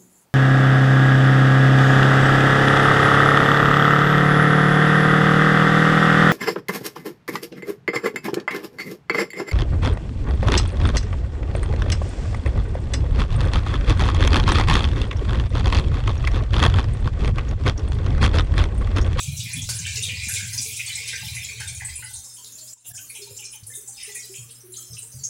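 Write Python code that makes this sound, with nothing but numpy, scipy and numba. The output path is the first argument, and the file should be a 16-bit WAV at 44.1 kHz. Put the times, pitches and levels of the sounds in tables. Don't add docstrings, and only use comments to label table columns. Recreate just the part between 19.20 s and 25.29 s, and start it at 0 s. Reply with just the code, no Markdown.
import sys
import numpy as np
from scipy import signal
from scipy.fft import rfft, irfft, next_fast_len
from scipy.io import wavfile
from scipy.ndimage import uniform_filter1d
from numba import njit

SR = 44100
rng = np.random.default_rng(int(sys.argv[2]) if len(sys.argv) > 2 else 0)


def to_wav(sig):
    pcm = np.clip(np.atleast_2d(sig), -1, 1) * 32767
    pcm = np.round(pcm).astype(np.int16)
    wavfile.write(sys.argv[1], SR, pcm.T)


N = 268569
TIME = np.arange(N) / SR

# time_s, flow_share (1 is full)
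FLOW = [(0, 0.85), (1.45, 1), (2.2, 0.73), (2.8, 0.32), (3.2, 0.32), (4.15, 0.29), (4.36, 0.15),
        (4.42, 0.01), (4.6, 0.25), (4.92, 0.5), (5.36, 0.07), (5.49, 0), (5.6, 0.23), (6.09, 0.22)]
# time_s, pitch_hz
LOWEST_PITCH = [(0, 2420), (.19, 2400), (.27, 1850), (.35, 1600), (.46, 2500), (.58, 2280), (.66, 1470),
                (.77, 1560), (.85, 2400), (.9, 1850), (1.06, 2010), (1.11, 1440), (1.35, 1500),
                (1.43, 2350), (1.57, 2320), (1.7, 1770), (1.85, 1900), (1.93, 1490), (2.1, 1950),
                (2.3, 1600), (2.65, 1750), (2.88, 2730), (3.05, 3270), (3.4, 2600), (3.7, 2500),
                (3.86, 5300), (3.95, 2210), (4.3, 2630), (4.39, 5570), (4.71, 6000), (4.8, 1760),
                (5.03, 2040), (5.25, 5250), (5.32, 2920), (5.48, 6270), (5.56, 3000), (5.78, 2650),
                (5.96, 4750)]
# time_s, level_db
COARSE_LEVEL = [(0, -36), (.14, -41), (.3, -36), (.52, -40.5), (.72, -34.5), (1.05, -34), (1.22, -35.5),
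                (1.3, -41), (1.5, -37), (1.95, -34.5), (2.2, -37), (2.45, -42), (2.7, -48), (2.92, -44),
                (3.04, -68), (3.8, -54), (4.45, -51.5), (4.68, -40.5), (4.88, -42), (5.03, -56),
                (5.45, -67), (6.09, -56)]
# time_s, level_db
FIZZ_LEVEL = [(0, -40), (.1, -49), (.25, -44), (.48, -50), (.55, -46), (.67, -57), (.8, -42), (.97, -54),
              (1.15, -54), (1.35, -43), (1.5, -40.5), (1.95, -53), (2.04, -42), (2.35, -52), (2.67, -51.5),
              (3.1, -49), (3.25, -48), (3.52, -48), (3.6, -71), (3.67, -40), (3.76, -49), (3.92, -47),
              (4.2, -48), (4.29, -68), (4.36, -46), (4.44, -56), (4.52, -44.5), (4.78, -53), (4.97, -50),
              (5.2, -50.5), (5.46, -55), (5.58, -45.5), (5.75, -54), (5.8, -48), (6.09, -54)]
# start_s, level_db, centre_hz, spread_octaves
SLAPS = [(.002, -32.5, 7550, 0.3), (.167, -34, 6840, 0.2), (0.2, -34, 4590, 0.44), (.258, -47, 2310, 0.11),
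         (.328, -38, 2267, .15), (0.331, -31.5, 8280, 0.25), (.366, -34.5, 3350, 0.013),
         (0.417, -33.5, 6760, .15), (0.485, -56.5, 1530, 0.037), (.55, -33.5, 9450, 0.12),
         (0.557, -54, 1650, 0.044), (.586, -33.5, 6500, 0.11), (.65, -33.5, 2710, 0.19),
         (0.662, -45, 1625, 0.071), (0.755, -28.5, 5320, 0.31), (0.763, -37, 2640, 0.056),
         (0.823, -29, 7560, 0.22), (0.833, -28.5, 3520, 0.078), (0.883, -32.5, 2490, 0.2),
         (.955, -50, 2170, 0.053), (1.017, -36, 2460, 0.14), (1.083, -28.5, 8330, 0.26),
         (1.087, -42.5, 1625, 0.07), (1.116, -33, 10500, 0.053), (1.156, -36, 2275, 0.047),
         (1.195, -46.5, 1583, 0.074), (1.234, -46, 2300, 0.46), (1.32, -47.5, 1800, .15),
         (1.33, -31, 6400, 0.39), (1.378, -26, 5580, 0.21), (1.564, -33.5, 7460, 0.31),
         (1.593, -32, 2440, 0.15), (1.662, -31.5, 5960, 0.42), (1.692, -35, 2333, 0.23),
         (1.751, -31, 7700, 0.24), (1.777, -37, 2243, 0.082), (1.929, -36.5, 1857, 0.12),
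         (2.044, -53, 2750, 0.25), (2.149, -34, 7580, 0.3), (2.163, -36.5, 2360, 0.083),
         (2.238, -35, 5900, 0.24), (2.287, -39, 2340, 0.07), (2.399, -43.5, 1644, 0.12),
         (2.476, -32, 6040, 0.54), (2.547, -34.5, 7940, 0.27), (2.601, -38.5, 1990, 0.16),
         (2.648, -29, 8650, 0.097), (2.681, -44, 2166, 0.15), (2.692, -43.5, 4440, 0.2),
         (2.755, -32, 8500, 0.084), (2.76, -47.5, 2610, 0.038), (2.823, -51, 1490, 0.021),
         (2.824, -46, 1990, 0.012), (2.825, -51, 3000, 0.12), (2.839, -37, 8700, 0.18),
         (2.858, -45.5, 4700, 0.16), (2.931, -34.5, 8570, 0.19), (2.935, -44.5, 4180, 0.1),
         (2.96, -38, 6380, 0.075), (3.042, -41, 7380, 0.33), (3.095, -50.5, 5250, 0.073),
         (3.134, -42, 9500, .12), (3.162, -52.5, 3125, 0.078), (3.165, -47, 6620, .05),
         (3.255, -46.5, 4250, 0.16), (3.26, -46, 7160, .06), (3.32, -46, 6240, 0.085),
         (3.38, -45.5, 4400, 0.2), (3.473, -46, 5530, 0.13), (3.643, -48.5, 3150, 0.17),
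         (3.747, -34.5, 7120, 0.23), (3.776, -45.5, 2860, 0.12), (3.815, -47, 12600, 0.051),
         (3.895, -38.5, 10500, 0.086), (3.9, -48.5, 2260, 0.037), (3.948, -42.5, 2800, 0.21),
         (4.016, -41, 5230, 0.2), (4.166, -36.5, 6470, 0.2), (4.187, -43, 2980, 0.064),
         (4.223, -48, 2570, 0.04), (4.239, -37.5, 5970, 0.089), (4.244, -42, 8870, 0.069),
         (4.312, -40.5, 9370, 0.056), (4.327, -46, 2880, 0.23), (4.466, -36, 9480, 0.21),
         (4.536, -46.5, 3600, 0.014), (4.547, -33.5, 8020, 0.24), (4.675, -34.5, 8000, 0.18),
         (4.8, -43, 3900, 0.51), (4.828, -33.5, 9300, 0.053), (4.864, -48, 4970, 0.27),
         (4.951, -46.5, 2300, 0.125), (4.992, -38.5, 6370, .2), (5.025, -43.5, 4580, 0.16),
         (5.138, -44, 2915, 0.19), (5.148, -38, 7700, 0.21), (5.289, -49, 3740, 0.33),
         (5.306, -42, 9400, 0.15), (5.405, -50, 6120, 0.02), (5.52, -40, 9300, 0.24),
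         (5.538, -43.5, 3810, 0.21), (5.563, -36, 7500, 0.15), (5.731, -40, 5730, 0.37),
         (5.768, -44, 2806, 0.021), (5.775, -36, 10150, 0.13), (5.82, -37, 8100, 0.072),
         (5.918, -45, 6200, 0.087), (5.987, -49.5, 4570, 0.013), (6.035, -25.5, 6400, 0.11)]
# start_s, level_db, lowest_hz
SMACKS = [(0.49, -26, 4500), (0.759, -44, 3500), (0.827, -34.5, 2960), (1.084, -43, 5940),
          (1.156, -31, 2300), (1.38, -36, 4530), (1.414, -28.5, 5340), (1.876, -30, 2200),
          (2.242, -57, 3000), (2.4, -34.5, 2070), (2.647, -43, 7200), (3.662, -48, 6300),
          (3.897, -47, 8000), (3.95, -37.5, 5970), (4.947, -31.5, 6560)]
# start_s,
# peak_db, pitch_hz, ring_s (time to fade by 60 dB)
GLUGS = [(.074, -26, 134.8, 0.32), (0.343, -32, 156.4, 0.6), (0.364, -36, 243.6, 0.14),
         (0.768, -44, 423, 0.28), (.875, -48.5, 498, .13), (1.145, -50.5, 444, 0.11),
         (1.222, -39, 161, 0.05), (1.391, -40, 213, 0.042), (1.454, -46, 430, 0.12),
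         (1.805, -50.5, 470, 0.064), (1.93, -50, 449, 0.081), (2.03, -40.5, 820, 0.018),
         (2.3, -53.5, 427, 0.1), (2.405, -45.5, 870, 0.026), (2.619, -39, 840, 0.013),
         (2.825, -52, 866, 0.21), (3.37, -56.5, 629, 0.55), (3.68, -39, 112.6, 0.42),
         (3.71, -48, 1700, .06), (3.745, -49, 1580, 0.052), (3.785, -48, 1510, 0.071),
         (3.986, -40, 411.6, 0.26), (4.106, -46.5, 490, 0.065), (4.107, -44, 119, 0.24),
         (4.427, -36, 120, 0.051), (4.5, -45, 1750, 0.051), (4.522, -44, 2043, 0.027),
         (4.573, -47, 402, 0.06), (4.835, -44, 2190, 0.051), (4.872, -42.5, 408, 0.27),
         (4.89, -41.5, 1960, .06), (4.953, -38.5, 1918, 0.05), (4.985, -44, 2150, 0.061),
         (5.092, -41, 388, 0.14), (5.182, -39.5, 123.2, 0.35), (5.432, -43.5, 366, 0.6),
         (5.699, -36, 116.6, 0.44), (5.94, -35, 119.8, 0.39)]
# start_s, length_s, level_db
SURGES = [(0.015, 0.25, -34), (0.312, 1.08, -34.5), (1.999, 0.18, -39.5), (2.327, 0.4, -43)]
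# start_s, level_db, length_s, pitch_hz, spread_octaves
TICKS = [(3.245, -38.5, .003, 5400, .6), (3.531, -37, .01, 7600, .12), (4.434, -46, .012, 7000, .7)]
# pitch_hz, level_db
HUM_TONES = [(119.5, -61), (231.5, -76.5)]
# start_s, end_s, gain_db
DIPS = [(3.539, 3.648, -13.5), (3.725, 3.735, -18), (4.435, 4.46, -3)]

# pitch_hz, width_hz, gain_db
HOSE_RESONANCES = [(79.6, 10, 1), (99.35, 4.3, 8), (117.25, 6.8, 11.5), (154.7, 10.5, 0)]
# pitch_hz, width_hz, gain_db
ROOM_RESONANCES = [(1530, 71, 6.5), (1608, 43, 3.5), (1802, 17, 3.5), (2018, 52, 1), (2190, 110, -2.5),
                   (2385, 81, -4.5), (2445, 34, -3)]

# pitch_hz, gain_db
SPRAY_COLOUR = [(2500, -45), (3200, -25), (4300, -4.5), (6000, 4.5), (7500, 10.5), (9500, 2), (11500, -9.5),
                (13800, -17), (15600, -7)]
# pitch_hz, gain_db
COARSE_COLOUR = [(900, -48), (1330, -19), (1570, -0.5), (1900, 2.5), (2400, 9.5), (3000, 6), (4000, 8.5),
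                 (5500, 4.5), (8000, 34)]
# pitch_hz, gain_db
GURGLE_COLOUR = [(220, 30), (330, -7.5), (410, 1), (600, -8), (850, 0.5), (1000, -3.5), (1300, -8)]
# pitch_hz, gain_db
TRICKLE_COLOUR = [(2500, 5), (3200, -2.5), (4500, 3), (6500, 2.5), (9000, 8), (11000, 6)]
# pitch_hz, gain_db
SLAP_COLOUR = [(1100, -40), (1450, -2.5), (2300, 0), (9500, 8.5), (11500, -0.5), (14000, -13)]
# pitch_hz, gain_db
SMACK_COLOUR = [(1500, 7), (4500, 1), (9800, 2.5), (11800, -14), (13800, -18), (15400, -17)]
# pitch_hz, gain_db
FIZZ_COLOUR = [(3500, -54), (6500, -22), (9500, 9.5), (11500, 2.5), (13800, -1), (15600, 0)]
# pitch_hz, gain_db
HOSE_COLOUR = [(30, 15), (60, -48), (74, -1), (160, -2.5), (195, -3), (240, 1), (600, 11)]
# pitch_hz, gain_db
WATER_COLOUR = [(1000, -2), (1550, -2.5), (2400, -2), (3000, -1)]
# pitch_hz, gain_db
AIR_COLOUR = [(20, -20), (60, -5.5), (150, -12.5), (300, -13.5), (700, -22), (1500, -18), (4000, -22),
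              (11000, -28), (15000, -26.5)]


def stream(spray_db=-36.5, gurgle_db=-61):
    flow = curve(FLOW)
    fine = spray(flow) * undb(spray_db) * flow ** 0.54
    coarse = patter(1400, 6000, cycles=70, scatter_db=3.8, flow=flow, count=2000)
    coarse = steady(colour(coarse, COARSE_COLOUR), 0.17) * undb(curve(COARSE_LEVEL))
    gurgle = patter(290, 1300, cycles=45, scatter_db=5, flow=flow, count=220)
    gurgle = steady(colour(gurgle, GURGLE_COLOUR), 0.15) * undb(gurgle_db) * flow ** 0.14
    return cut_below(fine + coarse + trickle(flow), curve(LOWEST_PITCH)) + gurgle


def spray(flow, mist_db=-4, flicker_db=2, finest_hz=6220):
    bubbles = patter(3005, 16320, cycles=154, scatter_db=6.5, flow=flow, count=7000)
    bubbles = steady(colour(bubbles, SPRAY_COLOUR), 0.056)
    mist = colour(spatter(chance=0.008, scatter_db=6, direct_db=-4.5), SPRAY_COLOUR)
    both = bubbles + unit(mist) * undb(mist_db + 2 * wander(29)) * flow
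    high = colour(both, [(finest_hz * .85, -40), (finest_hz, 0)])
    low = (both - high) * flow ** 0.56
    return (high + low) * spurts() * undb(flicker_db * wander(13))


def spurts(lull_db=-3, lull_s=0.11):
    hits_s = np.append(np.sort([row[0] for row in SLAPS + SMACKS]), np.inf)
    wait_s = hits_s[np.searchsorted(hits_s, TIME)] - TIME
    lull = np.clip(1 - wait_s / lull_s, 0, 1)
    return undb(lull_db * uniform_filter1d(lull, SR // 200))


def trickle(flow, gain_db=-43, breakup_flow=0.53):
    drops = patter(2600, 10500, cycles=190, scatter_db=3.5, flow=np.sqrt(flow), count=380)
    broken = np.clip(2 * (1 - flow / breakup_flow), 0, 1)
    return steady(colour(drops, TRICKLE_COLOUR), 0.16) * undb(gain_db) * broken * np.sqrt(flow)


def patter(low_hz, high_hz, cycles, scatter_db, flow, count):
    out = 0
    for spot in range(3):
        when, height, life, luck, lottery = rng.random((count, 5)).T
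        starts = (when * N).astype(np.int64)
        hz = low_hz * (high_hz / low_hz) ** height
        strengths = undb(-scatter_db * (1 - height ** 4 / 2) * np.log(luck + .04)) * hz / high_hz
        trapped = lottery < flow[starts]
        ringing = cycles * (0.16 + life) / (1 + 2 * flow[starts])
        dry = ring_bubbles(N, starts, hz, ringing, strengths * trapped, rise=0.01, swell_cycles=6.5)
        out = out + irfft(rfft(dry) * rfft(room_echo(), N), N)
    return out


def splashes(hiss_db=-17.5):
    out = np.zeros(N)
    for start_s, level_db, centre_hz, spread in SLAPS:
        add(out, start_s, undb(level_db) * bubble_cloud(centre_hz, spread))
        add(out, start_s, undb(level_db + hiss_db) * smack(centre_hz))
    for start_s, level_db, lowest_hz in SMACKS:
        add(out, start_s, undb(level_db) * smack(lowest_hz))
    return out


def bubble_cloud(centre_hz, spread, count=45, cycles=85., gather_s=0.012):
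    lateness, luck = rng.exponential(size=(2, count))
    lateness = np.maximum(lateness - .2, 0)
    starts = (gather_s * lateness * SR).astype(np.int64)
    octaves = spread * rng.permutation(np.linspace(-1.7, 1.7, count))
    octaves += 0.045 * rng.standard_normal(count)
    hz = np.minimum(centre_hz * 2 ** octaves, .45 * SR)
    colour_db = np.interp(hz, *np.transpose(SLAP_COLOUR))
    near_centre = np.exp(-(octaves / (spread + 0.0078)) ** 2 / 6)
    strengths = undb(4 * luck - 3 * lateness + colour_db) * near_centre * np.sqrt(hz)
    ringing = np.full(count, cycles)
    dry = ring_bubbles(SR // 4, starts, hz, ringing, strengths, rise=0.01, swell_cycles=1.37)
    echoed = signal.fftconvolve(dry, room_echo(early_db=2))
    return echoed / np.std(echoed[:SR // 25])


@njit
def ring_bubbles(length, starts, hz, cycles, strengths, rise, swell_cycles):
    out = np.zeros(length)
    for k in range(len(starts)):
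        life = int(cycles[k] * SR / hz[k])
        step = 2 * np.pi * hz[k] / SR
        wave = strengths[k] + 0j
        turn = np.exp(1j * step - np.log(1000) / life)
        glide = np.exp(1j * step * rise / life)
        muted, release = 1., np.exp(-hz[k] / SR / swell_cycles)
        for i in range(starts[k], starts[k] + life):
            wave *= turn
            turn *= glide
            muted *= release
            out[i % length] += wave.imag * (1 - muted) ** 2
    return out


def smack(lowest_hz, fade_s=0.067):
    t = TIME[:SR // 6]
    burst = crackle(len(t), chance=0.082, scatter_db=4) * fade(t, fade_s)
    dry = colour(colour(burst, SMACK_COLOUR), [(lowest_hz * .6, -60), (lowest_hz, 0)])
    echoed = signal.fftconvolve(dry, room_echo(early_db=-4))
    return echoed / np.std(echoed[:SR // 25])


def fizz(gain_db=2, flurry_db=2.5):
    drops = unit(colour(spatter(chance=.02, scatter_db=3, direct_db=-6), FIZZ_COLOUR))
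    return drops * undb(curve(FIZZ_LEVEL) + gain_db + flurry_db * wander(60))


def spatter(chance, scatter_db, direct_db):
    impacts = crackle(N, chance, scatter_db)
    return signal.fftconvolve(impacts, room_echo())[:N] + undb(direct_db) * impacts


def crackle(length, chance, scatter_db):
    lottery, luck, coin = rng.random((3, length))
    strengths = undb(-scatter_db * np.log(luck + 0.0096))
    return unit((lottery < chance) * np.sign(coin - .5) * strengths)


def glugs(swell_s=0.0048, rise=0.04, wobble_hz=12, echo_db=1):
    out, t = np.zeros(N), TIME[:SR // 2]
    for start_s, peak_db, hz, ring_s in GLUGS:
        pitch_hz = hz * (1 + rise * t / ring_s) + wobble_hz * wander(155.6, len(t))
        loudness = (1 - np.exp(-t / swell_s)) ** 2 * fade(t, ring_s)
        dry = loudness * np.sin(2 * np.pi * np.cumsum(pitch_hz) / SR)
        echo = signal.fftconvolve(dry, room_echo())[:len(t)]
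        glug = unit(dry) + undb(echo_db) * unit(echo)
        add(out, start_s, undb(peak_db) * glug / np.abs(glug).max())
    return out


def hose(count=600, full_flow_hz=100.5, churn_db=-46, half_empty_s=2.99):
    attack_s, release_s, sag_db_per_s = 0.076, 0.057, 6
    when, strengths = rng.random((2, count))
    starts = (when * N).astype(np.int64)
    hz = full_flow_hz * curve(FLOW)[starts] ** 0.14 * 2 ** (0.43 * rng.standard_normal(count))
    cycles = np.full(count, 9.)
    pockets = ring_bubbles(N, starts, hz, cycles, strengths, rise=0.024, swell_cycles=0.32)
    rumble = colour(irfft(rfft(pockets) * resonance(HOSE_RESONANCES, N), N), HOSE_COLOUR)
    loudness = undb(churn_db) * np.interp(TIME - half_empty_s, [0, release_s], [1, 0])
    for start_s, length_s, level_db in SURGES:
        age_s = TIME - start_s
        surge = np.interp(age_s, [0, attack_s, length_s, length_s + release_s], [0, 1, 1, 0])
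        loudness += surge * undb(level_db - sag_db_per_s * age_s)
    return steady(rumble, 0.07) * loudness


def ticks():
    out = np.zeros(N)
    for start_s, level_db, length_s, hz, spread in TICKS:
        length = int(length_s * SR)
        burst = np.pad(rng.standard_normal(length), (0, SR // 100))
        band = [(hz / 4 ** spread, -40), (hz / 2 ** spread, 0),
                (hz * 1.5 ** spread, 0), (hz * 3 ** spread, -30)]
        tick = colour(burst, band)
        add(out, start_s, undb(level_db) * tick / np.std(tick[:length]))
    return out + signal.fftconvolve(out, room_echo())[:N]


def motor(waver_db=3.5):
    waver = undb(waver_db * wander(12))
    tones = [undb(db) * np.sin(2 * np.pi * hz * TIME + 0.67 * wander(4)) for hz, db in HUM_TONES]
    return waver * np.sqrt(2) * sum(tones)


def cabinet_gap(water, ring_db=3, ring_s=.075):
    t = TIME[:SR // 8]
    echo = unit(rng.standard_normal(len(t)) * fade(t, ring_s)) / np.sqrt(len(t))
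    treble = colour(water, [(2200, -40), (2900, 0), (9000, 0), (11500, -20)])
    ringing = undb(ring_db) * np.clip(1 - curve(FLOW), 0, 1)
    direct = treble / np.sqrt(1 + ringing ** 2)
    return water - treble + direct + signal.fftconvolve(direct * ringing, echo)[:N]


def room_ring(water, direct_share=0.99):
    size = next_fast_len(N + SR // 2, True)
    spectrum = rfft(water, size) * (resonance(ROOM_RESONANCES, size) + direct_share)
    return colour(irfft(spectrum, size)[:N], WATER_COLOUR)


def room_echo(early_db=-6, direct_db=-12, low_fade_s=.39, high_fade_s=.33):
    t = TIME[:SR // 3]
    noise = rng.standard_normal(len(t))
    low = signal.lfilter(*signal.butter(2, 3500, "low", fs=SR), noise)
    high = signal.lfilter(*signal.butter(2, 3500, "high", fs=SR), noise)
    tail = low * fade(t, low_fade_s) - high * fade(t, high_fade_s)
    early = 1 + undb(early_db) * fade(t, .1)
    echo = unit(tail * early) / np.sqrt(len(t))
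    echo[0] += undb(direct_db)
    return echo


def room_air(level_db=-59.5):
    return unit(colour(rng.standard_normal(N), AIR_COLOUR)) * undb(level_db)


def undb(db):
    return 10 ** (np.asarray(db) / 20)


def unit(x):
    return x / np.sqrt(np.mean(x ** 2) + 1e-20)


def curve(table):
    return np.interp(TIME, *np.transpose(table))


def fade(t, fade_s):
    return np.exp(-np.log(1000) * t / fade_s)


def wander(rate_hz, length=N):
    hold = int(SR / rate_hz)
    steps = np.repeat(rng.standard_normal(length // hold + 1), hold)
    return unit(uniform_filter1d(steps, hold)[:length])


def add(out, start_s, x):
    i = int(np.clip(start_s * SR, 0, N - 1))
    out[i:i + len(x)] += x[:N - i]


def steady(x, window_s):
    x = unit(x)
    return x / np.sqrt(uniform_filter1d(x ** 2, int(window_s * SR)) + 0.0029)


def colour(x, points):
    hz, db = np.transpose(points)
    size = next_fast_len(len(x) + SR // 2, True)
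    f = np.fft.rfftfreq(size, 1 / SR) + 1
    gain = undb(np.interp(np.log(f), np.log(hz), db))
    return irfft(rfft(x, size) * gain, size)[:len(x)]


def resonance(table, size):
    f = np.fft.rfftfreq(size, 1 / SR)
    return sum(undb(db) * f * width / (f * width + 1j * (f ** 2 - hz ** 2)) for hz, width, db in table)


def cut_below(x, edge_hz, steepness=22):
    f, t, frames = signal.stft(x, SR, nperseg=512)
    gain = 1 / np.sqrt(1 + (np.interp(t, TIME, edge_hz) / (f[:, None] + 1)) ** steepness)
    return signal.istft(frames * gain, SR, nperseg=512)[1][:N]


def scene():
    air = room_air()
    water = room_ring(cabinet_gap(stream() + splashes() + fizz()))
    return (water + ticks() + glugs() + hose() + motor() + air)[None]


def record(dry):
    top_hz = 15800
    dip_db = sum(db * ((TIME > start_s) & (TIME < end_s)) for start_s, end_s, db in DIPS)
    dipped = dry * undb(uniform_filter1d(dip_db, SR // 70))
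    return signal.sosfilt(signal.ellip(10, .2, 80, top_hz, fs=SR, output="sos"), dipped)


dry = scene()
out = record(dry)
to_wav(out)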